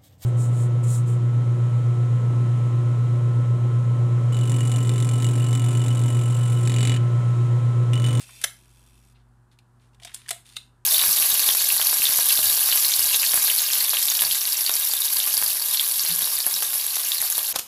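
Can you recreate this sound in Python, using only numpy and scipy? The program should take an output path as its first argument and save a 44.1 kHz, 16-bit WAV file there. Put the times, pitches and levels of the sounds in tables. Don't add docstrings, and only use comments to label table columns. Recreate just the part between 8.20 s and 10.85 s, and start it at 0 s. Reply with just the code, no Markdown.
import sys
import numpy as np
from scipy import signal
from scipy.fft import rfft, irfft
from scipy.io import wavfile

SR = 44100
rng = np.random.default_rng(int(sys.argv[2]) if len(sys.argv) > 2 else 0)


def put_to_file(sound):
    columns = np.atleast_2d(sound).T
    safe = np.clip(columns, -1, 1)
    whole_steps = np.round(safe * 32767)
    wavfile.write(sys.argv[1], SR, whole_steps.astype(np.int16))


def convert_level_to_amplitude(level_db):
    exponent = np.asarray(level_db, float) / 20
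    return 10 ** exponent


N = 116865

# (frequency [Hz], density [dB per Hz])
WIND_COLOUR = [(180, -45), (300, -27.5), (900, -8.5), (1930, 0.5), (3600, -1), (5800, -4), (9550, 2.5),
               (14200, -13.5), (16000, -21.5)]
# (frequency [Hz], density [dB per Hz])
LEVER_COLOUR = [(180, -69), (300, -40.5), (1750, -15), (2570, 1), (3240, -10.5), (3700, 1.5), (5250, -15.5),
                (9240, -17.5), (16000, -31.5)]
# (frequency [Hz], level [dB], t60 [s])
LEVER_MODES = [(1461, -6, 0.028), (2146, -21, 0.076), (2890, -14, 0.035), (3660, -7, 0.026),
               (3670, 2.5, 0.023), (3830, -6, 0.017), (9060, -6, 0.011)]


def curve(rows, column=1):
    return np.interp(np.arange(N) / SR, np.array(rows)[:, 0], np.array(rows)[:, column])


def rms_one(x):
    return x / np.sqrt(np.mean(x ** 2) + 1e-20)


def cut(x, hz, kind, order=2):
    return signal.sosfilt(signal.butter(order, hz, kind, fs=SR, output="sos"), x)


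def noise_band(low_hz, high_hz):
    return rms_one(cut(rng.standard_normal(N), [low_hz, high_hz], "band"))


def drift(rate_hz):
    r = np.exp(-2 * np.pi * rate_hz / SR)
    return rms_one(signal.lfilter([1], [1, -2 * r, r * r], rng.standard_normal(N + SR))[SR:])


def colour(x, points):
    hz = np.maximum(np.fft.rfftfreq(2048, 1 / SR), 20)
    p = np.array(points)
    db = np.maximum(np.interp(np.log(hz), np.log(p[:, 0]), p[:, 1]), -70)
    cepstrum = irfft(np.log(10) / 20 * db)
    cepstrum[1:1024] *= 2
    cepstrum[1025:] = 0
    taps = irfft(np.exp(rfft(cepstrum)))
    return signal.fftconvolve(x, taps / np.linalg.norm(taps))[:len(x)]


def rings(x, modes):
    out = 0
    for hz, db, t60_s in modes:
        r = convert_level_to_amplitude(-60 / (np.clip(t60_s, .005, 150 / hz) * SR))
        w = 2 * np.pi * hz / SR
        out = out + convert_level_to_amplitude(db) * signal.lfilter([0, np.sin(w)], [1, -2 * r * np.cos(w), r * r], x + 1e-18)
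    return out


def grit(per_s):
    spread_db = 2.5
    size = convert_level_to_amplitude(spread_db * np.minimum(rng.exponential(1, N), 3)) * rng.choice([-1, 1], N)
    return rms_one(size * (rng.random(N) < per_s / SR))


def tilt(low, mid, high):
    low_hz, high_hz = 3100, 5960
    middle = cut(mid, [low_hz, high_hz], "band")
    return cut(low, low_hz, "low") - middle + cut(high, high_hz, "high")


def blows(rows, points, modes, ring_db):
    rise_s, crack_db, strike_db = .0005, -12.5, 7
    force, contacts = np.zeros((3, N)), grit(26000)
    for s, db, low_db, high_db, t60_s in rows:
        i = int(s * SR)
        t = np.arange(min(N - i, SR // 4)) / SR
        decay = convert_level_to_amplitude(-60 * t / max(t60_s, .003))
        burst = decay * (1 - np.exp(-t / rise_s)) * contacts[i:i + len(t)]
        burst[int(rise_s * SR)] = convert_level_to_amplitude(strike_db)
        band_gain = convert_level_to_amplitude(np.array([[low_db], [0], [high_db]]))
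        force[:, i:i + len(t)] += convert_level_to_amplitude(db + crack_db) * burst * band_gain
    hit = tilt(*force)
    return colour(hit, points) + convert_level_to_amplitude(ring_db - 27.5) * rings(hit, modes)


def shutter():
    # (time [s], peak [dB], lows [dB], highs [dB], rattle t60 [s])
    slams = [
        (.0915, -35, 11, -2, 0.04),
        (.2154, -21.5, -14.5, 3.5, .018),
        (.2257, -31, -1.5, 5.5, 0.017),
        (.2377, -16.5, -2.5, 6, 0.012),
        (.2392, 0, -5.5, 0, 0.018),
        (.2413, -3, 6, -2, 0.018),
        (.2433, -12, 7, -3.5, 0.028),
        (.2461, -14, 1, 0.5, 0.01),
    ]
    # (frequency [Hz], density [dB per Hz])
    body = [(180, -52), (400, -20), (1150, -19), (1900, -7), (4200, -20.5), (6300, -12.5), (10900, -1),
            (14700, -31), (16000, -40.5)]
    # (frequency [Hz], level [dB], t60 [s])
    modes = [(1900, -13.5, .03), (3150, -10.5, 0.016), (5610, -8.5, 0.033), (6220, 1, .02),
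             (7830, -2.5, .02), (9180, -8, .016), (11100, -3, .014), (14110, -5, 0.011)]
    return blows(slams, body, modes, ring_db=-1.0)


def escapement(times_s, db, t60_s, ring_db, body_db):
    # (frequency [Hz], density [dB per Hz])
    body = [(710, -41), (1200, -17), (2040, -7.5), (2590, -4), (3600, 0), (4600, -7), (10500, -4),
            (15200, -16), (16000, -44)]
    # (frequency [Hz], level [dB], t60 [s])
    modes = [(2637, -6, 0.036), (2540, -12, 0.017), (3287, -15.5, .035), (3600, -10.5, 0.028),
             (5010, -13.5, 0.022), (5750, -9, .015), (6637, -14.5, 0.026), (8270, -8, 0.015),
             (9216, -14, .016), (10550, -7, 0.0055)]
    clicks = np.zeros(N)
    clicks[(times_s * SR).astype(int)] = convert_level_to_amplitude(db + 1.1 * rng.standard_normal(len(times_s)))
    hit = signal.lfilter([1], [1, -convert_level_to_amplitude(-60 / (t60_s * SR))], clicks) * grit(14000)
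    return convert_level_to_amplitude(body_db) * colour(hit, body) + convert_level_to_amplitude(ring_db) * rings(hit, modes)


def whirr():
    # (time [s], level [dB])
    load = [(0, -48.5), (.05, -52), (.2, -49.5), (.236, -47.5)]
    beats_per_s = 200
    times_s = np.arange(.002, load[-1][0], 1 / beats_per_s)
    db = np.interp(times_s, *np.transpose(load))
    return escapement(times_s, db, t60_s=0.025, ring_db=-17.5, body_db=-0.5)


def buzz():
    # (time [s], beats done)
    progress = [(.2513, 0), (.4793, 20), (.7073, 40), (.8001, 48), (.9214, 58)]
    # (time [s], level [dB])
    levels = [(.25, -58), (.45, -59.5), (.7, -60), (.92, -62.5)]
    weak_db, jitter_s = -2.2, 0.00068
    beat = np.arange(59)
    done_s, done = np.transpose(progress)
    times_s = np.interp(beat, done, done_s) + jitter_s * rng.standard_normal(len(beat))
    db = np.interp(times_s, *np.transpose(levels)) + weak_db * (beat % 2)
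    return escapement(times_s, db, t60_s=.05, ring_db=-21, body_db=-1)


def dial():
    # (time [s], peak [dB], lows [dB], highs [dB], rattle t60 [s])
    detents = [
        (.957, -62, 18, -4, 0.044),
        (1.314, -55, 8, 8, 0.027),
        (1.3875, -41.5, 4.5, 9, 0.033),
        (1.598, -53, 6, 3, 0.022),
        (1.630, -68.5, 11.5, 3.5, 0.045),
        (1.7455, -49.5, 11, 14.5, 0.027),
    ]
    return blows(detents, LEVER_COLOUR, LEVER_MODES, ring_db=-23)


def winding():
    # (time [s], peak [dB], lows [dB], highs [dB], rattle t60 [s])
    catches = [(1.7985, -39, 6.5, -2, 0.03), (1.8195, -45, -2, -3, .02), (1.8238, -27, -4.5, -19, .02),
               (1.8322, -23.5, -22, -11.5, 0.044), (1.848, -17, -6, -5, 0.039),
               (1.8684, -34, -10, -2, 0.015), (1.8725, -31, 7, -1.5, 0.056), (1.8938, -35, 9, -4, 0.029),
               (1.906, -39, 4, -2, 0.022), (1.917, -36, 8, -6, 0.027), (1.928, -36, -7, -6, 0.026),
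               (1.9395, -58, 28, 32, 0.021), (1.944, -21.5, -1, 10, 0.029), (1.962, -32, 2, -2, 0.024),
               (1.974, -36, -8, 5, 0.017), (2.001, -42, -3, -5, .025), (2.017, -37, 6, -5, 0.023),
               (2.043, -43, 1, -7, 0.036), (2.0613, -38, 9, -3, 0.04), (2.0779, -43, 10, 15, 0.02),
               (2.0845, -20, -4, -1, 0.021), (2.0898, -10.5, -5, -1, 0.03), (2.1066, -10, 2.5, 5.5, 0.03),
               (2.1103, -11, -1, -3.5, 0.019), (2.1295, -28.5, -4, 15, 0.0067), (2.144, -34, -6, 6, 0.025)]
    # (frequency [Hz], level [dB], t60 [s])
    modes = [(1043, 1.5, 0.026), (2180, -35, 0.016), (3110, -14, .03), (3486, -4.5, 0.016), (3810, 3, .014),
             (8050, 3, .02), (9650, 0.5, .02)]
    return blows(catches, WIND_COLOUR, modes, ring_db=-7)


def lever_return():
    # (time [s], peak [dB], lows [dB], highs [dB])
    ratchet = [(2.2555, -44, 4, 11), (2.265, -47, 2.5, 21), (2.2761, -46, -1, 12), (2.2897, -44, 2, 20),
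               (2.298, -39.5, 5, 11), (2.3106, -60, 5, 13), (2.323, -47.5, 7, 20.5), (2.3344, -53, 15, 22),
               (2.3471, -54, 13, 21)]
    # (time [s], peak [dB], lows [dB], highs [dB], rattle t60 [s])
    stop = [
        (2.3576, -44, 14, -2, 0.019),
        (2.3595, -44, 3, 21, 0.076),
        (2.366, -13, 2.5, 7, 0.014),
        (2.3707, -28.5, 0, 17, 0.019),
        (2.3855, -46, -10, 11, 0.019),
    ]
    tick_t60_s = 0.022
    ticks = [tick + (tick_t60_s,) for tick in ratchet]
    return blows(ticks + stop, LEVER_COLOUR, LEVER_MODES, ring_db=1.5)


def rubs():
    # (start [s], length [s], level [dB], highs [dB])
    slides = [
        (0, 0.078, -52, 3),
        (0.21, 0.054, -47, -1),
        (0.943, 0.14, -71.5, -22.5),
        (1.312, 0.065, -67, -6.5),
        (1.603, 0.15, -72.5, -4.5),
        (1.73, 0.02, -69.5, -9),
        (1.802, 0.043, -73, 3),
        (1.814, 0.24, -61, -7.5),
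        (1.93, 0.29, -60.5, -7),
        (2.246, 0.31, -62.5, 0),
    ]
    edge_s = .006
    t, low, high = np.arange(N) / SR, 0, 0
    for s, length_s, db, high_db in slides:
        rise = np.clip((t - s) / edge_s + (s < .001), 0, 1)
        fall = np.clip((s + length_s - t) / (0.76 * length_s), 0, 1) ** 2
        shape = convert_level_to_amplitude(db) * rise * fall
        low = low + shape
        high = high + shape * convert_level_to_amplitude(high_db)
    grains = (grit(4200) + rng.standard_normal(N)) * convert_level_to_amplitude(1.17 * drift(70))
    grains = grains + convert_level_to_amplitude(-3.5) * grit(90)
    return colour(tilt(low * grains, low * grains, high * grains), WIND_COLOUR)


def struck_parts():
    # (time [s], frequency [Hz], peak [dB], t60 [s])
    parts = [(.0915, 1100, -46, 0.027), (.2385, 1644, -22.5, 0.041), (.2388, 426, -33, 0.03),
             (.2391, 248, -55, 0.06), (.2395, 3600, -16.5, 0.022), (.2398, 2690, -26, 0.023),
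             (.243, 567, -35.5, 0.062), (.248, 1658, -50, 0.25), (.274, 3675, -38.5, .06),
             (1.8205, 690, -49.5, 0.084), (1.851, 705, -39, 0.046), (1.8672, 3600, -42, 0.044),
             (1.8722, 710, -48, .035), (1.8735, 1720, -52, 0.016), (1.8745, 3680, -44.5, .06),
             (1.9445, 8130, -37, 0.091), (2.0607, 1840, -39, 0.012), (2.085, 1700, -32.5, 0.033),
             (1.9, 1410, -50, 0.018), (2.1068, 1924, -29.5, 0.03), (2.1072, 704, -28.5, 0.053),
             (2.1076, 408, -39.5, 0.044), (2.112, 3930, -46, 0.23), (2.126, 680, -38, 0.064),
             (2.161, 696, -45, .04), (2.3662, 3800, -16, 0.01), (2.368, 1260, -35.5, 0.019),
             (2.369, 2120, -39.5, 0.049), (2.371, 3730, -40.5, 0.14), (2.372, 2620, -47, 0.073),
             (2.374, 4000, -48, 0.19)]
    rise_cycles, waver_db, blur, blur_from_hz = 0.96, 5.5, .055, 1500
    out, wander = np.zeros(N), drift(126)
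    for k, (s, hz, db, t60_s) in enumerate(parts):
        i = int(s * SR)
        t = np.arange(min(N - i, SR // 3)) / SR
        onset = np.minimum(t / .01, 1)
        pitch_wander = wander[k * 3000:][:len(t)] * onset
        level_wander = wander[::-1][k * 3000:][:len(t)] * onset
        pitch_hz = hz + blur * max(hz - blur_from_hz, 0) * pitch_wander
        phase = 2 * np.pi * np.cumsum(pitch_hz) / SR
        level_db = db - 60 * t / max(t60_s, .005) + waver_db * level_wander * min(hz / 2000, 1)
        out[i:i + len(t)] += convert_level_to_amplitude(level_db) * (1 - np.exp(-t * hz / rise_cycles)) * np.sin(phase)
    return out


def room(x):
    start_s, t60_low_s, t60_high_s = .002, 0.29, 0.27
    t = np.arange(SR // 2) / SR
    low, high = rng.standard_normal((2, len(t)))
    tail = cut(low, 4500, "low") * convert_level_to_amplitude(-60 * t / t60_low_s)
    tail = tail + cut(high, 6700, "high") * convert_level_to_amplitude(-60 * t / t60_high_s)
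    tail = tail * np.clip(t / start_s, 0, 1)
    return signal.fftconvolve(x, tail / np.linalg.norm(tail))[:N]


def grip():
    # (centre [s], width [s], level [dB])
    shifts = [
        (.42, 0.014, -66.5),
        (.72, 0.26, -71),
        (2.501, 0.095, -70.5),
    ]
    t = np.arange(N) / SR
    swell = sum(convert_level_to_amplitude(db) * np.exp(-((t - s) / width_s) ** 2) for s, width_s, db in shifts)
    return swell * convert_level_to_amplitude(2.0 * drift(45)) * noise_band(171.9, 341.4)


def mains_hum():
    # (frequency [Hz], rms [dB])
    harmonics = [(120, -60), (240, -75), (360, -79.5)]
    t, out = np.arange(N) / SR, 0
    for hz, db in harmonics:
        out = out + np.sqrt(2) * convert_level_to_amplitude(db + 1.6 * drift(9.2)) * np.sin(2 * np.pi * hz * t)
    return out


def fan():
    # (time [s], frequency [Hz], rms [dB])
    speed = [(0, 52.6, -65), (.7, 54.07, -59), (1.1, 52.93, -60), (1.45, 53.25, -70.5), (1.8, 52.12, -61.5),
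             (2.1, 51.25, -71), (2.4, 50.1, -65), (2.65, 50.56, -66)]
    level = np.sqrt(2) * convert_level_to_amplitude(curve(speed, column=2) + 0.77 * drift(8.7))
    return level * np.sin(2 * np.pi * np.cumsum(curve(speed)) / SR)


def rumble():
    return convert_level_to_amplitude(-73) * noise_band(65, 105) + convert_level_to_amplitude(-81) * noise_band(22, 50)


def air():
    # (frequency [Hz], density [dB per Hz])
    spectrum = [(170, -14.5), (380, -23.5), (520, -26.5), (900, -23), (1450, -24), (2270, -39), (6000, -43),
                (9000, -39), (15000, -51.5)]
    # (frequency [Hz], rms [dB], t60 [s])
    duct = [(803, -80, 0.036), (988, -81, 0.28), (1670, -85, .05)]
    hiss = cut(colour(rng.standard_normal(N), spectrum), 93, "high", order=4)
    out = convert_level_to_amplitude(-66 + .7 * drift(1.7)) * hiss
    for hz, db, t60_s in duct:
        out = out + convert_level_to_amplitude(db) * rms_one(rings(rng.standard_normal(N), [(hz, 0, t60_s)]))
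    return out


def scene():
    camera = shutter() + whirr() + buzz() + dial() + winding() + lever_return() + rubs()
    camera = cut(camera, 218, "high")
    rung = struck_parts()
    tail = convert_level_to_amplitude(-10) * room(camera + convert_level_to_amplitude(-7) * rung)
    background = grip() + mains_hum() + fan() + rumble() + air()
    return (camera + rung + tail + background)[None]


def low_pass(x):
    return signal.sosfilt(signal.butter(12, 16330, fs=SR, output="sos"), x)


def record(dry):
    top = signal.cheby2(8, 34, 16150, fs=SR, output="sos")
    return low_pass(signal.sosfilt(top, dry))


dry = scene()
out = record(dry)
put_to_file(out)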